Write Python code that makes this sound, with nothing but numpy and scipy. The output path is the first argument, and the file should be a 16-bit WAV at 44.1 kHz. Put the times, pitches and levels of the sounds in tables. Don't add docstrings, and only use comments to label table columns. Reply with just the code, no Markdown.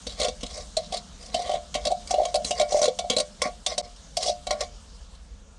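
import sys
import numpy as np
from scipy import signal
from scipy.io import wavfile
from scipy.ndimage import uniform_filter1d

SR = 44100
rng = np.random.default_rng(int(sys.argv[2]) if len(sys.argv) > 2 else 0)


def boost_factor(decibels):
    exponent = np.asarray(decibels, float) / 20
    return 10 ** exponent


def store_pcm(level_fs):
    pcm = np.round(np.clip(level_fs, -1, 1) * 32767).astype(np.int16)
    wavfile.write(sys.argv[1], SR, np.atleast_2d(pcm).T)


N = 246298
CONTROL_STEP = 40

# t/s, wall peak level/dB, ping f/Hz, shell peak level/dB, favoured shell f/Hz
LANDINGS = [(0.0677, -26, 3690, -31.5, 489), (0.283, -24.5, 3640, -24, 527),
            (0.4307, -27.5, 2970, -30, 475), (0.7681, -19, 4110, -20.5, 589), (0.9687, -28, 3930, -70, 640),
            (1.3432, -21, 3050, -19.5, 698), (1.7507, -21, 3110, -24, 654), (2.1081, -21, 5800, -24, 660),
            (2.1404, -28, 2870, -22.5, 646), (2.2523, -25, 3220, -22, 630), (2.4461, -22, 4440, -37, 540),
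            (2.5082, -18, 2876, -22, 656), (2.7215, -25.5, 4160, -20, 667),
            (2.8789, -27.5, 3580, -14.5, 517), (2.9883, -21.5, 3520, -22.5, 673),
            (3.0991, -12.5, 3235, -18, 490), (3.4183, -15.5, 5340, -20.5, 524),
            (3.6631, -15, 3640, -29.5, 760), (3.7793, -18.5, 5400, -24.5, 616),
            (4.1689, -18, 4990, -24, 642), (4.2283, -23, 4470, -59, 620), (4.4687, -27.5, 4230, -29.5, 680),
            (4.5072, -21, 3970, -25, 650), (4.607, -21.5, 5160, -26.5, 590)]
# start t/s, hold t/s, wall hiss level/dB, wall f/Hz, mid ring relative level/dB
DRAG_STROKES = [(0.104, 0.023, -34.5, 4050, -20.5), (0.201, 0.059, -28.5, 4360, -8.5),
                (0.433, 0.0071, -40, 3450, -9.5), (0.505, 0.11, -36, 5280, -13),
                (0.808, 0.052, -42.5, 4230, -19), (0.937, 0.015, -28, 4330, -15),
                (1.21, 0.095, -45, 5230, -12), (1.346, 0.21, -35, 3760, -10),
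                (1.763, 0.017, -40.5, 3080, -6), (1.856, 0.019, -36, 4200, -10.5),
                (2.103, 0.028, -35.5, 5340, -8), (2.186, 0.11, -43, 4020, -8),
                (2.469, 0.016, -28, 6800, -15.5), (2.582, .03, -30.5, 4304, -6.5),
                (2.706, 0.086, -30.5, 6500, -12.5), (2.822, .05, -36, 5400, -6.5),
                (3.125, 0.01, -32.5, 3300, -10.5), (3.184, 0.033, -38, 5080, -8),
                (3.447, 0.013, -32, 5000, -3.5), (3.7, 0.026, -31, 4470, -13.5), (3.8, .05, -41, 5200, -9),
                (4.225, .065, -22, 5000, -24), (4.515, 0.021, -41, 4580, -2),
                (4.615, 0.0056, -31, 4810, -8)]


def rms_one(x):
    return x / np.sqrt(np.mean(x ** 2) + 1e-20)


def in_time(rows):
    s, *columns = np.transpose(rows)
    return [np.interp(np.arange(N) / SR, s, column) for column in columns]


def at_hz(points, hz):
    points = np.array(points)
    return np.interp(np.log(hz), np.log(points[:, 0]), points[:, 1])


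def fine(coarse):
    return np.interp(np.arange(N) / CONTROL_STEP, np.arange(len(coarse)), coarse)


def drift(rate_hz, coarse=False):
    r = np.exp(-2 * np.pi * rate_hz * CONTROL_STEP / SR)
    white = rng.standard_normal(N // CONTROL_STEP + 2001)
    slow = rms_one(signal.lfilter([1], [1, -2 * r, r * r], white)[2000:])
    return slow if coarse else fine(slow)


def passband(x, low_hz, high_hz):
    return signal.sosfilt(signal.butter(3, [low_hz, high_hz], "band", fs=SR, output="sos"), x)


def yard():
    # f/Hz, level/dB per Hz
    spectrum = [(12, -35), (20, 3.5), (49, 4), (66, -0.5), (118, -29.5), (150, -18), (203, -16), (323, -39),
                (486, -26.5), (711, -32), (1330, -33.5), (2000, -40.5), (6830, -38.5), (9480, -46.5),
                (13500, -101)]
    # t/s, wind level/dB, wash offset level/dB, sizzle offset level/dB
    breeze = [
        (0.0, -45.5, 8, 16.5),
        (1.1, -49.5, 8, 13.5),
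        (2.3, -49.5, 8.5, 17),
        (3.91, -54, 4.5, 11.5),
        (4.62, -48, 7, 12.5),
        (5.58, -51.5, 2.5, 3.5),
    ]
    wind_db, murmur_db, sizzle_db = in_time(breeze)
    out = 0
    edges = 22 * 2 ** np.arange(0, 9.4, 1 / 3)
    white = rng.standard_normal((2, N))
    for k, (low, high) in enumerate(zip(edges, edges[1:])):
        band = signal.sosfilt(signal.butter(2, [low, high], "band", fs=SR, output="sos"), white[k % 2])
        hz = np.sqrt(low * high)
        if hz < 120:
            swell_db = 0.87 * (wind_db - wind_db.mean())
        else:
            swell_db = murmur_db if hz < 2800 else sizzle_db
        out = out + band * boost_factor(at_hz(spectrum, hz) + swell_db + 2.03 * drift(8.6))
    return boost_factor(-43.5) * rms_one(out)


def unlike_rumble():
    rumble = passband(rng.standard_normal(N), low_hz=25, high_hz=100)
    return boost_factor(-69) * rms_one(rumble) * [[1], [-1]]


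def contacts():
    # first t/s, last t/s, wall peak level/dB, shell peak level/dB,
    # favoured shell f/Hz
    rib_runs = [(0.199, 0.246, -23, -26, 580), (0.5755, 0.5755, -35, -43, 591),
                (0.923, 0.939, -29, -30, 680), (1.3925, 1.3925, -39, -27, 680),
                (1.457, 1.457, -40, -35, 660), (1.494, 1.537, -33, -24, 670), (1.852, 1.869, -22, -21, 590),
                (1.905, 1.918, -38, -23, 670), (2.18, 2.216, -42, -18, 630), (2.282, 2.282, -45, -37, 610),
                (2.3428, 2.355, -21, -20, 620), (2.397, 2.397, -50, -30, 610),
                (2.597, 2.612, -18, -16, 620), (2.745, 2.789, -31, -19, 620), (2.816, 2.828, -19, -20, 600),
                (2.841, 2.855, -19, -25, 560), (3.042, 3.042, -48, -31, 650), (3.132, 3.132, -34, -34, 540),
                (3.165, 3.2, -18.5, -24, 570), (3.456, 3.456, -41, -28, 590), (3.715, 3.715, -36, -31, 650),
                (4.205, 4.205, -38, -29, 610), (4.259, 4.293, -33, -24, 630), (4.527, 4.527, -40, -28, 620)]
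    # t/s, peak level/dB
    ticks = [(0.017, -46), (0.408, -38), (0.4633, -35), (1.226, -40.5), (1.42, -32), (1.742, -23),
             (1.914, -31.5), (2.0732, -33), (2.232, -37), (3.9609, -46), (4.433, -54), (5.1495, -48.5)]
    rib_s = 0.018
    middle_s = [s + hold / 2 for s, hold, *_ in DRAG_STROKES]
    pitch_hz, flex_db = np.array(DRAG_STROKES)[:, 3], np.array(DRAG_STROKES)[:, 4]
    rows = list(LANDINGS)
    for first, last, wall_db, shell_db, shell_hz in rib_runs:
        for s in np.linspace(first, last, round((last - first) / rib_s) + 1):
            rows.append((s, wall_db, 0.85 * np.interp(s, middle_s, pitch_hz), shell_db, shell_hz))
    for s, db in ticks:
        rows.append((s, db, np.interp(s, middle_s, pitch_hz), db - 36, 600))
    s, wall_db, low_hz, shell_db, shell_hz = np.transpose(rows)
    luck = rng.standard_normal((len(rows), 2))
    low_hz[len(LANDINGS):] *= np.exp(0.0848 * luck[len(LANDINGS):, 0])
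    high_hz = 1.55 * low_hz * np.exp(0.25 * luck[:, 1])
    ring_db = 1.78 * np.interp(s, middle_s, flex_db)
    return np.transpose([s, wall_db, low_hz, high_hz, ring_db, shell_db, shell_hz])


def stroke_curves():
    rise_db_s, fall_db_s = 508, 426
    skid_db, skid_db_s = -10.5, 405
    skid_flex_db = -14.5
    t = np.arange(0, N, CONTROL_STEP) / SR
    hiss, flex = np.full(len(t), 1e-9), np.full(len(t), 1e-9)
    for s, hold, db, _, rel_db in DRAG_STROKES:
        rise_db = rise_db_s * np.clip(s - t, 0, 0.2)
        fall_db = fall_db_s * np.clip(t - s - hold, 0, 0.2)
        power = boost_factor(2 * (db - rise_db - fall_db))
        hiss, flex = hiss + power, flex + power * boost_factor(2 * rel_db)
    for s, db, *_ in LANDINGS:
        skid = (t > s) * boost_factor(2 * (db + skid_db - skid_db_s * np.clip(t - s, 0, 0.2)))
        hiss, flex = hiss + skid, flex + skid * boost_factor(2 * skid_flex_db)
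    pitch_hz, = in_time([(s + hold / 2, hz) for s, hold, _, hz, _ in DRAG_STROKES])
    return fine(10 * np.log10(hiss)), pitch_hz, fine(10 * np.log10(flex))


def ring(force, hz, t60):
    r, w = boost_factor(-60 / (t60 * SR)), 2 * np.pi * hz / SR
    return signal.lfilter([0, np.sin(w)], [1, -2 * r * np.cos(w), r * r], force + 1e-18)


def steady_gain(t60):
    return np.sqrt(4 * 3 * np.log(10) / (t60 * SR))


def clicks(events, level_db):
    out = np.zeros(N)
    np.add.at(out, (np.array(events)[:, 0] * SR).astype(int) - 30, boost_factor(level_db))
    return out


def blows(knocks, level_db, chatter_s):
    length = round(0.03 * SR)
    out = np.zeros(N + length)
    t = np.arange(length) / SR
    shape = (1 - np.exp(-t / 0.00094)) * np.exp(-t / chatter_s)
    bursts = rng.standard_normal((len(knocks), length)) * shape / np.sqrt(np.sum(shape ** 2))
    for (s, *_), burst, gain in zip(knocks, bursts, boost_factor(level_db)):
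        out[round(s * SR) - 40:][:length] += gain * burst
    return out[:N]


def friction(per_s, spread_db, rib_db):
    sizes = boost_factor(spread_db * np.minimum(rng.exponential(1, N), 5)) * rng.choice([-1, 1], N)
    slips = sizes * (rng.random(N) < per_s / SR)
    return rms_one(slips * boost_factor(rib_db * drift(144)))


def nearness(hz, centre_hz, width):
    return np.exp(-(np.log(hz / centre_hz) / width) ** 2)


def wall(knocks, hiss_db, pitch_hz, count=64):
    # f/Hz, level/dB per Hz
    wall_spectrum = [(1120, -64), (1900, -39), (2190, -6.5), (2520, -15.5), (2860, -3.5), (4080, -2),
                     (5420, -2), (9050, -5), (10800, -21.5), (12500, -27), (16200, -73), (22000, -120)]
    out = np.zeros(N)
    rubs = [boost_factor(hiss_db - 5.5) * friction(per_s=6300, spread_db=2.5, rib_db=5.0) for patch in range(3)]
    pitches = np.linspace(1900, 12500, count) + rng.uniform(-70.0, 57, count)
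    lasting = rng.uniform(0.49, 1.95, count)
    for k, (hz, stretch) in enumerate(zip(pitches, lasting)):
        t60 = 0.021 * stretch * (hz / 5000) ** -0.4
        near = nearness(hz, knocks[:, 2], 0.13) + 0.66 * nearness(hz, knocks[:, 3], 0.086)
        hit_db = knocks[:, 1] - 12 + 8.96 * near + rng.normal(0, 2.6, len(knocks))
        wander_db = 3.5 * drift(15, coarse=True)
        focus_db = 11 * nearness(hz, pitch_hz[::CONTROL_STEP], 0.3)
        rub = rubs[k % 3] * steady_gain(t60) * fine(boost_factor(-21.0 + focus_db + wander_db))
        force = blows(knocks, hit_db, chatter_s=0.0059) + rub
        out += (-1) ** k * boost_factor(at_hz(wall_spectrum, hz)) * ring(force, hz, t60)
    return out


def pings(knocks, level_db, t60):
    t = np.arange(round(0.15 * SR)) / SR
    onset = np.minimum(t / 0.003, 1)
    out = np.zeros(N + len(t))
    for s, peak_db, low_hz, high_hz, *_ in knocks:
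        for hz in (low_hz, np.sqrt(low_hz * high_hz), high_hz):
            decay_db = -60 * t / (t60 * 4000 / hz)
            tone = np.sin(2 * np.pi * hz * t) * onset
            out[round(s * SR):][:len(t)] += boost_factor(peak_db + level_db + decay_db) * tone
    return out[:N]


def shell(knocks, ring_db):
    # f/Hz, level/dB, t60/s
    hum_families = [
        [(440, -2.5, 0.06), (489.6, 4, 0.086), (511.2, -6.5, 0.19)],
        [(597.6, -7.5, 0.3), (606, 5, 0.077), (643, -1, 0.1)],
        [(675, -6.5, 0.24), (711.5, 0.5, 0.25), (745.1, 5.5, 0.12)],
    ]
    # f/Hz, level/dB, t60/s
    ring_modes = [(1075, -1.5, 0.086), (1127, -1.5, 0.1), (1131, 0, 0.033), (1415, -11.5, 0.12),
                  (1490, -22.5, 0.056), (1900, -5, 0.038), (2127, 3.5, 0.014), (2270, -6, 0.18),
                  (2430, -9, 0.034), (2756, -18.5, 0.11)]
    hum, mid = np.zeros(N), np.zeros(N)
    grip_db = 2.5 * drift(43.6)
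    drag = boost_factor(ring_db + grip_db) * rng.standard_normal((3, N))
    for k, (hz, level_db, t60) in enumerate(sum(hum_families, [])):
        off_db = np.minimum((np.log(hz / knocks[:, 6]) / 0.058) ** 2, 18)
        luck_db = rng.normal(0, 4.5, len(knocks))
        rub = boost_factor(-7.5) * drag[k % 3] * steady_gain(t60)
        force = clicks(knocks, knocks[:, 5] - off_db - 3.5 + luck_db) + rub
        hum += (-1) ** ((k + 1) // 2) * boost_factor(level_db) * ring(force, hz, t60)
    for k, (hz, level_db, t60) in enumerate(ring_modes):
        luck_db = rng.normal(0, 4, len(knocks))
        rub = boost_factor(-10) * drag[k % 3] * steady_gain(t60)
        force = clicks(knocks, knocks[:, 1] + knocks[:, 4] - 3 + luck_db) + rub
        mid += (-1) ** k * boost_factor(level_db) * ring(force, hz, t60)
    return passband(hum, low_hz=364, high_hz=810) + passband(mid, low_hz=860, high_hz=2700)


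def thud():
    # t/s, peak level/dB
    thumps = [(0.068, -34.5), (0.199, -34), (0.281, -33), (0.433, -28.5), (0.772, -47), (1.343, -32.5),
              (1.753, -34.5), (1.864, -32.5), (2.105, -38), (2.342, -46), (2.447, -33.5), (2.506, -36),
              (2.61, -37), (2.727, -39), (2.816, -30.5), (2.856, -35.5), (2.882, -37), (3.102, -23),
              (3.165, -29), (3.201, -35), (3.417, -36), (3.457, -28.5), (3.781, -38), (4.474, -47)]
    # f/Hz, level/dB, t60/s
    floor_modes = [(178, -51, 0.15), (207, -3, 0.16), (254.8, 3.5, 0.092), (389, -22, 0.21)]
    push_db = np.array(thumps)[:, 1] - 6
    out = np.zeros(N)
    for hz, mode_db, t60 in floor_modes:
        luck_db = rng.normal(0, 1.4, len(thumps))
        out += ring(clicks(thumps, push_db + mode_db + luck_db), hz, t60)
    return out


def brick_echoes(x):
    out = np.zeros(N)
    for lag_s, level_db in [(.0047, -40.5), (.0093, -28.5), (.017, -17.5), (.031, -54), (.052, -52)]:
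        lag = round(lag_s * SR)
        out[lag:] += boost_factor(level_db) * x[:-lag]
    return signal.lfilter([0.5], [1, -0.5], out)


def scene():
    knocks = contacts()
    hiss_db, pitch_hz, ring_db = stroke_curves()
    can = shell(knocks, ring_db) + pings(knocks, level_db=-12.5, t60=0.095)
    can = can + wall(knocks, hiss_db, pitch_hz) + thud()
    return can + brick_echoes(can) + yard() + unlike_rumble()


def limiter(x, top_db, release_db_s):
    slope = release_db_s * np.arange(N) / SR
    over = np.maximum(20 * np.log10(np.abs(x).max(axis=0) + 1e-9) - top_db, 0)
    held = np.maximum(np.maximum.accumulate(over + slope) - slope, 0)
    return x * boost_factor(-0.9 * uniform_filter1d(held, size=48, origin=-20))


def low_pass(x):
    return signal.sosfilt(signal.butter(12, 13660, fs=SR, output="sos"), x)


def record(dry):
    hole_s = 3.8155, 3.8235
    start, end = hole_s
    hole_times = [start - 0.0005, start, end, end + 0.006, end + 0.06]
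    hole = np.interp(np.arange(N) / SR, hole_times, [1, 0.05, 0.05, 0.45, 1])
    rumble = signal.sosfiltfilt(signal.butter(2, 250, fs=SR, output="sos"), dry)
    x = limiter(rumble + hole * (dry - rumble), top_db=-10.5, release_db_s=250)
    x = signal.sosfilt(signal.butter(6, 34, "high", fs=SR, output="sos"), x)
    x = signal.sosfilt(signal.butter(8, 10800, fs=SR, output="sos"), x)
    return low_pass(x)


dry = scene()
out = record(dry)
store_pcm(out)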